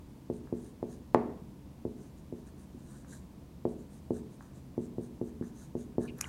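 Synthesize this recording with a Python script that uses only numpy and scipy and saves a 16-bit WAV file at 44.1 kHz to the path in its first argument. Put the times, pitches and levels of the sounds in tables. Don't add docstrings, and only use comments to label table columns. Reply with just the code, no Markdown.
import sys
import numpy as np
from scipy import signal
from scipy.fft import rfft, irfft, next_fast_len
from scipy.io import wavfile
from scipy.ndimage import map_coordinates

SR = 44100
rng = np.random.default_rng(int(sys.argv[2]) if len(sys.argv) > 2 else 0)


def transcribe(signal):
    frames = np.atleast_2d(signal).T
    limited = np.clip(frames, -1, 1)
    pcm = np.round(limited * 32767).astype(np.int16)
    wavfile.write(sys.argv[1], SR, pcm)


N = 277300

# t/s, knock level/dB,
# hardness (over 1 on the point, under 1 on the side), hiss level/dB
LANDINGS = [(0.3003, -22, 1.06, -69.5), (.526, -22, 0.96, -70.5), (0.8283, -23, 1.4, -76),
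            (1.1469, -6.5, 0.97, -90), (1.852, -23, 1.06, -78), (2.3253, -28.5, 1.13, -76),
            (2.747, -38, 0.87, -74), (3.6529, -18, 1.1, -71), (4.1065, -19, 0.95, -63),
            (4.7789, -21.5, 0.95, -68), (4.983, -24.5, 1.06, -67), (5.214, -23, 0.99, -71),
            (5.4107, -26, 0.82, -68), (5.7525, -23.5, 1.06, -64.5), (5.9822, -17.5, 0.95, -61.5)]
# f/Hz, width/Hz, level/dB
BARREL_MODES = [(970, 530, -2.5), (1536, 295, 1.5), (1753, 220, 0.5)]


def amp(db):
    return 10 ** (np.asarray(db) / 20)


def unit(x):
    return x / np.sqrt(np.mean(x ** 2) + 1e-20)


def along(points, hz):
    f, values = np.transpose(points)
    return np.interp(np.log(hz + 1), np.log(f + 1), values)


def add(track, s, x):
    start = max(round(s * SR), 0)
    part = track[start:start + len(x)]
    part += x[:len(part)]


def wobble(rate):
    values = rng.standard_normal(int(N * rate / SR) + 4)
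    return map_coordinates(values, [np.arange(N) * rate / SR])


def filtered(x, response):
    size = next_fast_len(len(x) + SR // 4)
    return irfft(rfft(x, size) * response(np.fft.rfftfreq(size, 1 / SR)), size)[:len(x)]


def resonances(modes, f):
    return sum((-1) ** k * amp(db) * 1j * f * width / (hz * hz - f * f + 1j * f * width)
               for k, (hz, width, db) in enumerate(modes))


def impulse(gain, size=4096):
    cepstrum = irfft(np.log(np.maximum(gain(np.fft.rfftfreq(size, 1 / SR)), 1e-6)))
    cepstrum[1:size // 2] *= 2
    cepstrum[size // 2 + 1:] = 0
    pulse = irfft(np.exp(rfft(cepstrum)))
    return pulse / np.abs(pulse).max()


def swell(length, response):
    n = max(int(length * SR), 2)
    return unit(filtered(rng.standard_normal(n), response)) * np.sin(np.linspace(0, np.pi, n))


def room_tail(build_s=0.00067):
    # f/Hz, time to fade by 60 dB/s
    fade_times = [(100, 0.88), (300, 0.58), (1000, 0.56), (2000, 0.56), (4000, 0.46), (10000, 0.52)]
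    hz, t, spectrum = signal.stft(rng.standard_normal(SR), SR, nperseg=256)
    fade = amp(-60 * t / along(fade_times, hz)[:, None])
    tail = signal.istft(spectrum * fade, SR)[1][:SR]
    tail *= 1 - np.exp(-np.arange(SR) / SR / build_s)
    return tail / np.linalg.norm(tail)


def in_room(x, wet_db):
    return x + amp(wet_db) * signal.fftconvolve(x, room_tail())[:N]


def ventilation(air_db=-51, hum_db=-1):
    # f/Hz, relative level/dB
    air_spectrum = [(12, -47), (20, -16.5), (65, -3), (88, -3), (101, -20.5), (123, -3.5), (158, -4),
                    (198, -4), (301, -8), (388, -17), (624, -21.5), (825, -26.5), (897, -23), (1370, -34.5),
                    (16000, -45.5)]
    # f/Hz, relative level/dB
    hum_tones = [(59, -64), (76.8, -61), (133, -60), (201, -63)]
    t = np.arange(N) / SR
    rush = unit(filtered(rng.standard_normal(N), lambda f: amp(along(air_spectrum, f))))
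    hum = np.zeros(N)
    for hz, db in hum_tones:
        peak = np.sqrt(2) * amp(db + 0.92 * wobble(1.9))
        hum += peak * np.sin(2 * np.pi * hz * t + 1.76 * wobble(6))
    return amp(air_db) * rush + amp(hum_db) * hum


def barrel_ticks(cutoff_hz=1700):
    # t/s, peak level/dB
    touches = [(0.473, -46.5), (3.047, -46), (4.4082, -39.5), (5.425, -43)]
    out = np.zeros(N)
    ring = impulse(lambda f: np.abs(resonances(BARREL_MODES, f)) / (1 + (f / cutoff_hz) ** 4))
    for s, db in touches:
        add(out, s, amp(db) * ring)
    return in_room(out, wet_db=-3)


def tip_squeaks(relative_width=0.2):
    # middle t/s, length/s, level/dB, f/Hz
    chatters = [(3.133, .027, -57.5, 1670), (5.442, .025, -63.5, 1670), (6.085, .035, -67, 4200),
                (6.091, .036, -52, 2550), (6.228, 0.019, -52, 2420), (6.244, 0.0085, -42.5, 2910),
                (6.254, .012, -49, 2050)]
    out = np.zeros(N)
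    for s, length, db, hz in chatters:
        squeak = swell(length, lambda f: resonances([(hz, relative_width * hz, 0)], f) ** 2)
        add(out, s - length / 2, amp(db) * squeak)
    return in_room(out, wet_db=-17)


def plastic_clicks(corner_hz=12000, scatter_s=0.06):
    # t/s, peak level/dB, treble tilt/(dB per octave)
    contacts = [(6.184, -33, 29), (6.1888, -41, -4), (6.2094, -24.5, -3), (6.2119, -14, 0),
                (6.242, -36.5, -10)]
    # f/Hz, width/Hz, level/dB
    plastic_modes = [(1370, 860, -7), (2510, 260, -2), (5800, 590, 3.5), (6950, 240, 5.5),
                     (8060, 350, -1.5), (10530, 460, 1), (11900, 500, -2)]
    out, t = np.zeros(N), np.arange(SR // 10) / SR
    for s, db, tilt in contacts:
        top_hz = corner_hz * 2 ** (tilt / 20)
        slope = lambda f: amp(tilt * np.log2(np.maximum(f, 1000) / 1000))
        colour = lambda f: slope(f) / np.hypot(1, (f / top_hz) ** 7)
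        add(out, s, amp(db) * impulse(lambda f: np.abs(resonances(plastic_modes, f)) * colour(f)))
    scatter = rng.standard_normal(len(t)) * amp(-60 * t / scatter_s)
    out += amp(-14) * signal.fftconvolve(out, scatter / np.linalg.norm(scatter))[:N]
    return in_room(out, wet_db=-23)


def felt_strokes(grip_db=2.5, grain_db=2.5, pull_delay_s=0.058, pull_s=0.09):
    # middle t/s, length/s, level/dB
    sweeps = [(.65, .16, -67.5), (.925, 0.1, -66), (2.03, 0.19, -72), (2.19, 0.068, -72.5),
              (2.48, 0.065, -71), (2.615, 0.1, -70), (2.935, 0.25, -66.5), (3.135, .145, -60.5),
              (3.805, .07, -71), (3.945, 0.13, -69), (4.34, .08, -70.5), (4.44, 0.098, -71),
              (4.57, 0.093, -71), (5.61, 0.14, -62.5), (6.25, 0.19, -61.5)]
    # f/Hz, relative level/dB
    felt_spectrum = [(1500, -22), (2800, -20), (3950, -0.5), (4300, -9.5), (4700, -4.5), (5200, -10.5),
                     (6050, 1), (7300, -1), (8250, -2.5), (9000, 2), (10500, -7.5), (11500, -7.5),
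                     (13200, -17), (16000, -34)]
    # t/s, level relative to the hiss/dB
    rub_levels = [(1, -8), (2.9, -2.5), (3.2, -10), (4.2, -7), (5.85, -9), (6.05, 1), (6.25, 3.5)]
    band_hz, band_db, width_octaves, spread_octaves = 7340, 6, 0.068, 0.2

    def hiss_colour(centre_hz):
        boost = lambda f: band_db * np.exp(-0.5 * (np.log2((f + 1) / centre_hz) / width_octaves) ** 2)
        return lambda f: amp(along(felt_spectrum, f) + boost(f))

    hiss, barrel = np.zeros(N), np.zeros(N)
    moves = [(s + pull_delay_s, pull_s, db) for s, _, _, db in LANDINGS] + list(sweeps)
    for (s, length, db), (direction, angle) in zip(moves, rng.standard_normal((len(moves), 2))):
        centre_hz = band_hz * 2 ** (spread_octaves * angle)
        slide = np.exp(0.07 * direction)
        early = swell(length, hiss_colour(centre_hz / slide))
        late = swell(length, hiss_colour(centre_hz * slide))
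        blend = np.linspace(0, np.pi / 2, len(early))
        add(hiss, s - length / 2, amp(db) * (early * np.cos(blend) + late * np.sin(blend)))
        rub_db = db + np.interp(s, *np.transpose(rub_levels))
        rub = swell(length, lambda f: resonances(BARREL_MODES, f) ** 2)
        add(barrel, s - length / 2, amp(rub_db) * rub)
    barrel *= amp(grip_db * wobble(50))
    return in_room((hiss + barrel) * amp(grain_db * wobble(500)), wet_db=-10.5)


def panel_knocks(ring_db=-33, wet_db=-3, tail_change=0.36, steepness=3.5, rebound=0.31):
    # f/Hz, relative level/dB
    push_spectrum = [(30, -46), (60, -16.5), (110, 4), (200, 2), (350, 4.5), (550, 0.5), (750, -1),
                     (1100, -1.5), (1450, -9.5), (1850, -2), (2600, -4.5), (4200, 2.5), (8000, 14.5),
                     (15000, 15)]
    # f/Hz, relative level/dB, time to fade by 60 dB/s
    panel_modes = [(74.4, -18, 0.76), (239.5, -19, 0.62), (347, -33, 0.62), (356, -21, 0.29),
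                   (426, -20, 0.48), (496, -28.5, 0.38), (574, -38.5, 0.36), (639, -25, 0.32),
                   (729, -27.5, 0.5), (870.4, -16.5, 0.15), (900, -28.5, 0.43), (1125, -32, 0.37)]
    # f/Hz, relative level/dB
    sent_spectrum = [(120, -2), (300, 0), (480, -3), (750, -7.5), (1200, -8), (2500, -5), (6000, -8.5)]
    # delay/s, relative level/dB
    echoes = [(.0083, -14), (.0116, -11.5), (.0165, -20), (.0338, -22)]
    soft_hz, stiffen_hz = 326, 1690
    out, t, usual_tail = np.zeros(N), np.arange(SR) / SR, room_tail()
    dull_echo = signal.lfilter([0.15], [1, -0.85], signal.unit_impulse(64))
    for s, db, hardness, _ in LANDINGS:
        top_hz = hardness * (soft_hz + stiffen_hz * amp(db))
        contact = lambda f: f / np.hypot(f, rebound * top_hz) / np.hypot(1, (f / top_hz) ** steepness)
        push = -impulse(lambda f: amp(along(push_spectrum, f)) * contact(f + 1))
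        ring = sum(amp(level + rng.normal(0, 1) - 60 * t / fade_s) * np.cos(2 * np.pi * hz * t)
                   for hz, level, fade_s in panel_modes)
        tail = (usual_tail + tail_change * room_tail()) / np.hypot(1, tail_change)
        tail = filtered(tail, lambda f: amp(along(sent_spectrum, f)))
        answer = amp(ring_db) * ring + amp(wet_db) * tail
        answer[0] += 1
        for delay, level in echoes:
            add(answer, delay, amp(level) * dull_echo)
        add(out, s, amp(db) * signal.fftconvolve(push, answer))
    return out


def scene():
    writing = panel_knocks() + felt_strokes() + barrel_ticks() + tip_squeaks() + plastic_clicks()
    return (writing + ventilation())[None]


def record(dry, top_hz=15900):
    return np.array([filtered(x, lambda f: f < top_hz) for x in dry])


dry = scene()
out = record(dry)
transcribe(out)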